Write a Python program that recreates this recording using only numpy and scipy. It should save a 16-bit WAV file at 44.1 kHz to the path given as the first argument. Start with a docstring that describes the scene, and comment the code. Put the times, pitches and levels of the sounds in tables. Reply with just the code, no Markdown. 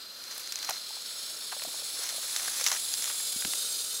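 """A forest floor, with one microphone close to a snake. It gives one long hiss that swells and brightens:
rushing air rings in its throat and mouth, whose narrow resonances shift from posture to posture.
Close by, dry leaves rustle, twigs snap, pine needles scratch, the litter crunches and sticks knock,
with a few soft bumps later on. The quiet of the forest lies behind it all."""
import sys
import numpy as np
from scipy import signal
from scipy.fft import rfft, irfft, next_fast_len
from scipy.io import wavfile
from scipy.ndimage import map_coordinates

SR = 44100
rng = np.random.default_rng(int(sys.argv[2]) if len(sys.argv) > 2 else 0)


def int16_out(signal):
    """Quantize to a 16-bit WAV file."""
    q = np.round(np.clip(np.atleast_2d(signal).T, -1, 1) * 32767)
    wavfile.write(sys.argv[1], SR, q.astype(np.int16))


N = 176400

# colour of the forest background (frequency [Hz], level [dB])
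FOREST_COLOUR = [(20, -18), (50, -8), (120, -6), (300, 2.5), (600, 3), (900, -5.5), (1350, 9.5), (2000, -1),
                 (4000, -2), (8000, -18.5), (12000, 2.5), (15500, -11.5)]
# force of the hiss, and strength of its treble sizzle (time [s], level [dB])
HISS_FORCE = [(0.0, -41), (0.13, -43), (0.63, -38), (1.59, -37.5), (2.65, -33.5), (3.66, -35.5),
              (4.0, -40.5)]
SIZZLE_LEVEL = [(0.0, -89), (0.21, -57), (0.48, -53), (1.02, -49.5), (1.15, -48), (2.57, -38), (3.53, -38),
                (3.82, -40), (4.0, -42.5)]
# broad colours of the rushing air and its sizzle (frequency [Hz], level [dB])
AIR_COLOUR = [(150, -41.5), (500, -11), (1400, -14), (2100, -11), (2800, -6.5), (3550, 2.5), (4800, 1.5),
              (5700, -6), (8200, -6), (9200, -10.5), (12000, -15), (16000, -19)]
SIZZLE_COLOUR = [(3000, -24), (6000, -7.5), (8300, -1.5), (9100, -5.5), (10100, 0), (10800, 2),
                 (11200, 0.5), (11700, -13), (12150, -3), (12700, -20), (14500, -8), (15700, -11)]
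# resonances of throat and mouth in four postures (frequency [Hz], width [Hz], level [dB])
MOUTH_NARROW = [(4148, 104, 0), (4130, 140, -20), (4680, 74, -5), (5040, 270, -12)]
MOUTH_OPENING = [(2330, 110, -8), (3580, 450, -2.5), (4140, 210, 6), (4380, 105, 5), (4760, 110, 3.5),
                 (5060, 190, -2), (5360, 140, 6.5), (6130, 89, -14), (6630, 56, 7), (7250, 94, 0.5),
                 (7970, 99, 3), (8050, 140, -14), (8600, 160, -6.5), (10350, 590, -7.5)]
MOUTH_WIDE = [(2280, 110, -8.5), (3470, 200, 0), (4150, 310, 1), (4900, 95, 4.5), (5240, 160, -0.5),
              (5570, 120, -12), (6160, 140, -10), (6600, 160, -4), (6780, 270, 1), (7400, 200, 4),
              (8050, 140, -5), (8300, 150, -4), (9400, 160, -7), (11030, 290, -2)]
MOUTH_LAST = [(520, 220, -13.5), (1430, 150, -11), (2380, 67, -10), (2620, 83, -11), (3034, 82, -1),
              (3730, 230, 3.5), (4270, 360, 3), (4940, 260, 3.5), (5670, 200, 1), (6450, 350, 1),
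              (6900, 130, 0), (7500, 73, 6.5), (8260, 140, 3), (8560, 150, 2), (9270, 130, 2.5),
              (10700, 170, -7), (12000, 310, -2)]
# ringing at the start and end of each held posture, relative to the force (time [s], level [dB])
POSTURE_RINGING = [(.1, -5), (.65, -4), (1.15, -4.5), (2.05, -5.5), (2.8, -6), (3.25, -3), (3.55, -0.5),
                   (4, 3)]
# stirring of the leaves near the microphone (time [s], level [dB])
LEAF_STIR = [(0, -74), (.18, -56), (.3, -47.5), (.42, -48.5), (.5, -52.5), (.61, -46), (.73, -40),
             (.8, -54.5), (1.4, -61), (1.98, -49), (2.08, -40.5), (2.17, -50), (2.4, -39.5), (2.58, -41.5),
             (2.68, -36), (2.76, -37.5), (2.79, -58), (2.95, -51), (3.05, -45), (3.25, -59), (4, -66)]
# breaks and contacts on the ground (time [s], level [dB], 60 dB decay time [s])
TWIG_SNAPS = [(.239, -26.5, 0.0095), (.31, -27, .01), (.318, -25.5, 0.008), (.4745, -24, 0.0098),
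              (.522, -19.5, 0.019), (.557, -13, 0.0065), (.588, -25, 0.019), (.6285, -19, .008),
              (.6465, -21.5, .015), (.707, -17.5, 0.012), (.726, -32, .02), (2.056, -24, 0.015),
              (2.09, -23, 0.021), (2.3625, -16, 0.02), (2.611, -19, 0.011), (2.6405, -14, 0.014),
              (2.6637, -7.5, 0.0089), (2.668, -14, 0.017), (2.675, -12, 0.014), (2.684, -17, .02),
              (2.716, -13, 0.015), (2.7272, -14, 0.0086), (2.939, -13, 0.01), (3.022, -19, 0.013),
              (3.042, -14, .008), (3.057, -21, 0.016)]
NEEDLE_SCRATCHES = [(.345, -39, 0.13), (.378, -28.5, 0.032), (.395, -34, 0.11), (.695, -19.5, 0.023),
                    (1.637, -21, .012), (1.735, -29, .008)]
LITTER_CRUNCHES = [(.69, -17.5, 0.015), (.695, -22, 0.023), (.707, -33, .025), (1.518, -29.5, .07),
                   (1.595, -26, 0.013), (1.619, -25, 0.02), (2.362, -18, 0.014), (2.48, -20, 0.021),
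                   (2.555, -30, .02), (2.61, -22.5, 0.024), (2.664, -13.5, 0.021), (2.715, -21, 0.078),
                   (2.764, -26, 0.038), (3.077, -25, 0.017), (3.098, -26, 0.052), (3.201, -27, .015),
                   (3.423, -17, 0.0081), (3.4483, -15, 0.017), (3.535, -16, 0.011)]
SOFT_BUMPS = [(1.672, -36.5, 0.043), (1.935, -50, 0.083), (2.985, -54, 0.11), (3.358, -35, 0.061),
              (3.448, -29, .05), (3.472, -34, 0.038)]
# colours of those sounds on the ground (frequency [Hz], level [dB])
LEAF_COLOUR = [(120, -37), (550, -2), (1200, 3.5), (2200, 5.5), (3200, -0.5), (4300, -6), (6000, 13),
               (7300, -0.5), (9000, -6), (12500, -1), (15500, -26)]
TWIG_COLOUR = [(200, -34), (700, -16), (1800, -6.5), (2800, -3), (4300, -0.5), (5600, 6.5), (7200, 3.5),
               (8800, -10.5), (15000, -12)]
NEEDLE_COLOUR = [(1000, -14), (5000, -3), (7500, -2), (10000, -2), (12300, -3), (13500, -6), (15700, -6.5)]
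LITTER_COLOUR = [(40, -36), (150, -23), (480, -13), (750, -5), (1200, -1.5), (1800, 1), (2600, -2.5),
                 (4500, -3.5), (8000, -12), (15000, -46)]
SOFT_BUMP_COLOUR = [(20, -13), (50, -2), (100, -7.5), (270, 0.5), (420, -12), (1000, -36), (4000, -41)]
# hollow knocks of sticks (time [s], level [dB], 60 dB decay time [s], pitch [Hz])
STICK_KNOCKS = [(.69, -23.5, 0.039, 790), (0.6968, -26.5, .03, 840), (.707, -23.5, 0.026, 800),
                (0.904, -34.5, 0.03, 880), (0.968, -37, 0.032, 880), (1.524, -28.5, 0.047, 925),
                (1.564, -33, 0.032, 560), (1.619, -34.5, 0.029, 610), (1.647, -28.5, 0.039, 640),
                (1.682, -36.5, 0.033, 656), (1.742, -30.5, 0.015, 796), (1.82, -34, 0.027, 590),
                (1.989, -37, 0.047, 525), (2.015, -36.5, .05, 850), (2.124, -35.5, 0.023, 570),
                (2.143, -32.5, 0.018, 580), (2.179, -33, 0.041, 620), (2.612, -31, 0.026, 500),
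                (2.72, -35, 0.032, 865)]
# colour of a knocked stick (frequency [multiple of its pitch], level [dB])
STICK_COLOUR = [(.15, -34), (.6, -17), (.8, -3), (1.1, -1), (1.4, -10), (3.2, -21), (10, -35)]


def amp(db):
    """Decibels as an amplitude factor."""
    return 10 ** (np.asarray(db) / 20)


def unit(x):
    """x scaled to rms 1."""
    return x / np.sqrt(np.mean(x ** 2) + 1e-20)


def curve(rows):
    """One value per sample from (time [s], value) rows."""
    return np.interp(np.arange(N) / SR, *np.transpose(rows))


def wobble(per_s):
    """A smooth random curve with per_s knots a second."""
    knots = rng.standard_normal(int(N * per_s / SR) + 4)
    return map_coordinates(knots, [np.arange(N) * per_s / SR])


def colour(points):
    """Gain against frequency from (frequency [Hz], level [dB]) points on a log axis."""
    point_hz, db = np.transpose(points)
    return lambda hz: amp(np.interp(np.log(hz + 1), np.log(point_hz + 1), db))


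def filtered(x, response):
    """x with its spectrum multiplied by response(hz)."""
    size = next_fast_len(N + SR // 2)
    return irfft(rfft(x, size) * response(np.fft.rfftfreq(size, 1 / SR)), size)[:N]


def noise(response):
    """Coloured noise of rms 1."""
    return unit(filtered(rng.standard_normal(N), response))


def ring(points, uneven_db, size=4096):
    """Impulse response of one piece of litter, energy 1: a colour with random resonances of its own."""
    hz = np.fft.rfftfreq(size, 1 / SR)
    ripple = map_coordinates(rng.standard_normal(80), [np.sqrt(hz) / 2])
    gain = colour(points)(hz) * amp(uneven_db * ripple)
    # minimum phase, so the ringing follows the impulse
    cepstrum = irfft(np.log(gain + 1e-6))
    cepstrum[1:size // 2] *= 2
    cepstrum[size // 2 + 1:] = 0
    response = irfft(np.exp(rfft(cepstrum)))
    return response / np.linalg.norm(response)


def bursts(rows, points, gain_db, attack_s):
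    """Each break or contact is a fast-dying burst of noise that rings its own piece of litter."""
    track = np.zeros(N + SR)
    t = np.arange(SR // 6) / SR
    for start_s, db, t60 in rows:
        envelope = amp(-60 * t / t60) * (1 - np.exp(-t / attack_s))
        burst = signal.fftconvolve(envelope * rng.standard_normal(len(t)), ring(points, uneven_db=1.5))
        burst *= np.linalg.norm(envelope) / np.linalg.norm(burst)
        track[round(start_s * SR):][:len(burst)] += amp(db + gain_db) * burst
    return track[:N]


def forest(level_db=-53, drift_db=1.05):
    """The background of the place: faint noise whose level drifts a little."""
    return amp(level_db + drift_db * wobble(per_s=7.9)) * noise(colour(FOREST_COLOUR))


def throat(resonances, waver=0.003):
    """Turbulence rings in the steep resonances of one posture, which waver slightly in pitch."""
    def response(hz):
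        peaks = [amp(db) / (1 + (1.63 * (hz - centre) / width) ** 2) for centre, width, db in resonances]
        return np.linalg.norm(peaks, axis=0)

    steady = noise(response)
    speed = 1 + waver * wobble(per_s=9)
    return unit(map_coordinates(steady, [np.cumsum(speed)], mode="wrap"))


def hiss(air_db=-6, sizzle_db=2, flutter_db=1.09):
    """The snake's one long jet of air: its resonances pass from posture to posture, its treble grows."""
    postures = [MOUTH_NARROW, MOUTH_OPENING, MOUTH_WIDE, MOUTH_LAST]
    times = np.transpose(POSTURE_RINGING)[0]
    # each posture holds between two times, then fades into the next at equal power
    shares = np.repeat(np.eye(len(postures)), 2, axis=1)
    fades = [np.sqrt(curve(list(zip(times, share)))) for share in shares]
    ringing = sum(fade * throat(posture) for fade, posture in zip(fades, postures))
    air = amp(air_db) * noise(colour(AIR_COLOUR))
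    body = amp(curve(HISS_FORCE)) * (air + amp(curve(POSTURE_RINGING)) * ringing)
    sizzle = amp(curve(SIZZLE_LEVEL) + sizzle_db) * noise(colour(SIZZLE_COLOUR))
    return (body + sizzle) * amp(flutter_db * wobble(per_s=110))


def leaf_rustle(leaves=14, slips_per_s=1800, spread_db=6, flutter_db=1.85):
    """Dry leaves close to the microphone, each crackling with tiny random slips."""
    crackle = np.zeros(N)
    for _ in range(leaves):
        slips = rng.random(N) < slips_per_s / leaves / SR
        strength = amp(spread_db * np.clip(rng.standard_normal(N), -2, 2))
        polarity = np.sign(rng.standard_normal(N))
        crackle += signal.fftconvolve(slips * strength * polarity, ring(LEAF_COLOUR, uneven_db=2))[:N]
    return amp(curve(LEAF_STIR)) * unit(crackle) * amp(flutter_db * wobble(per_s=60))


def twig_snaps():
    """Twigs and needles break with sharp, bright clicks."""
    return bursts(TWIG_SNAPS, TWIG_COLOUR, gain_db=-4, attack_s=0.00023)


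def needle_scratches():
    """Pine needles scratch, thin and high."""
    return bursts(NEEDLE_SCRATCHES, NEEDLE_COLOUR, gain_db=-3.5, attack_s=0.0003)


def litter_crunches():
    """Leaf litter crunches, duller than the snaps."""
    return bursts(LITTER_CRUNCHES, LITTER_COLOUR, gain_db=-6, attack_s=0.00048)


def stick_knocks():
    """Knocked sticks ring briefly and hollowly, each around its own pitch."""
    track = np.zeros(N)
    for start_s, db, t60, pitch_hz in STICK_KNOCKS:
        points = [(multiple * pitch_hz, level) for multiple, level in STICK_COLOUR]
        track += bursts([(start_s, db, t60)], points, gain_db=-5, attack_s=0.0011)
    return track


def soft_bumps():
    """Soft contacts in the litter give low thuds."""
    return bursts(SOFT_BUMPS, SOFT_BUMP_COLOUR, gain_db=-6, attack_s=0.0015)


def scene():
    """Forest, snake and litter as they meet at the microphone, in mono."""
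    contacts = twig_snaps() + needle_scratches() + litter_crunches() + stick_knocks() + soft_bumps()
    return (forest() + hiss() + leaf_rustle() + contacts)[None]


def record(dry, top_hz=15800):
    """The microphone keeps nothing above its band limit."""
    return filtered(dry[0], lambda hz: hz < top_hz)[None]


dry = scene()
out = record(dry)
int16_out(out)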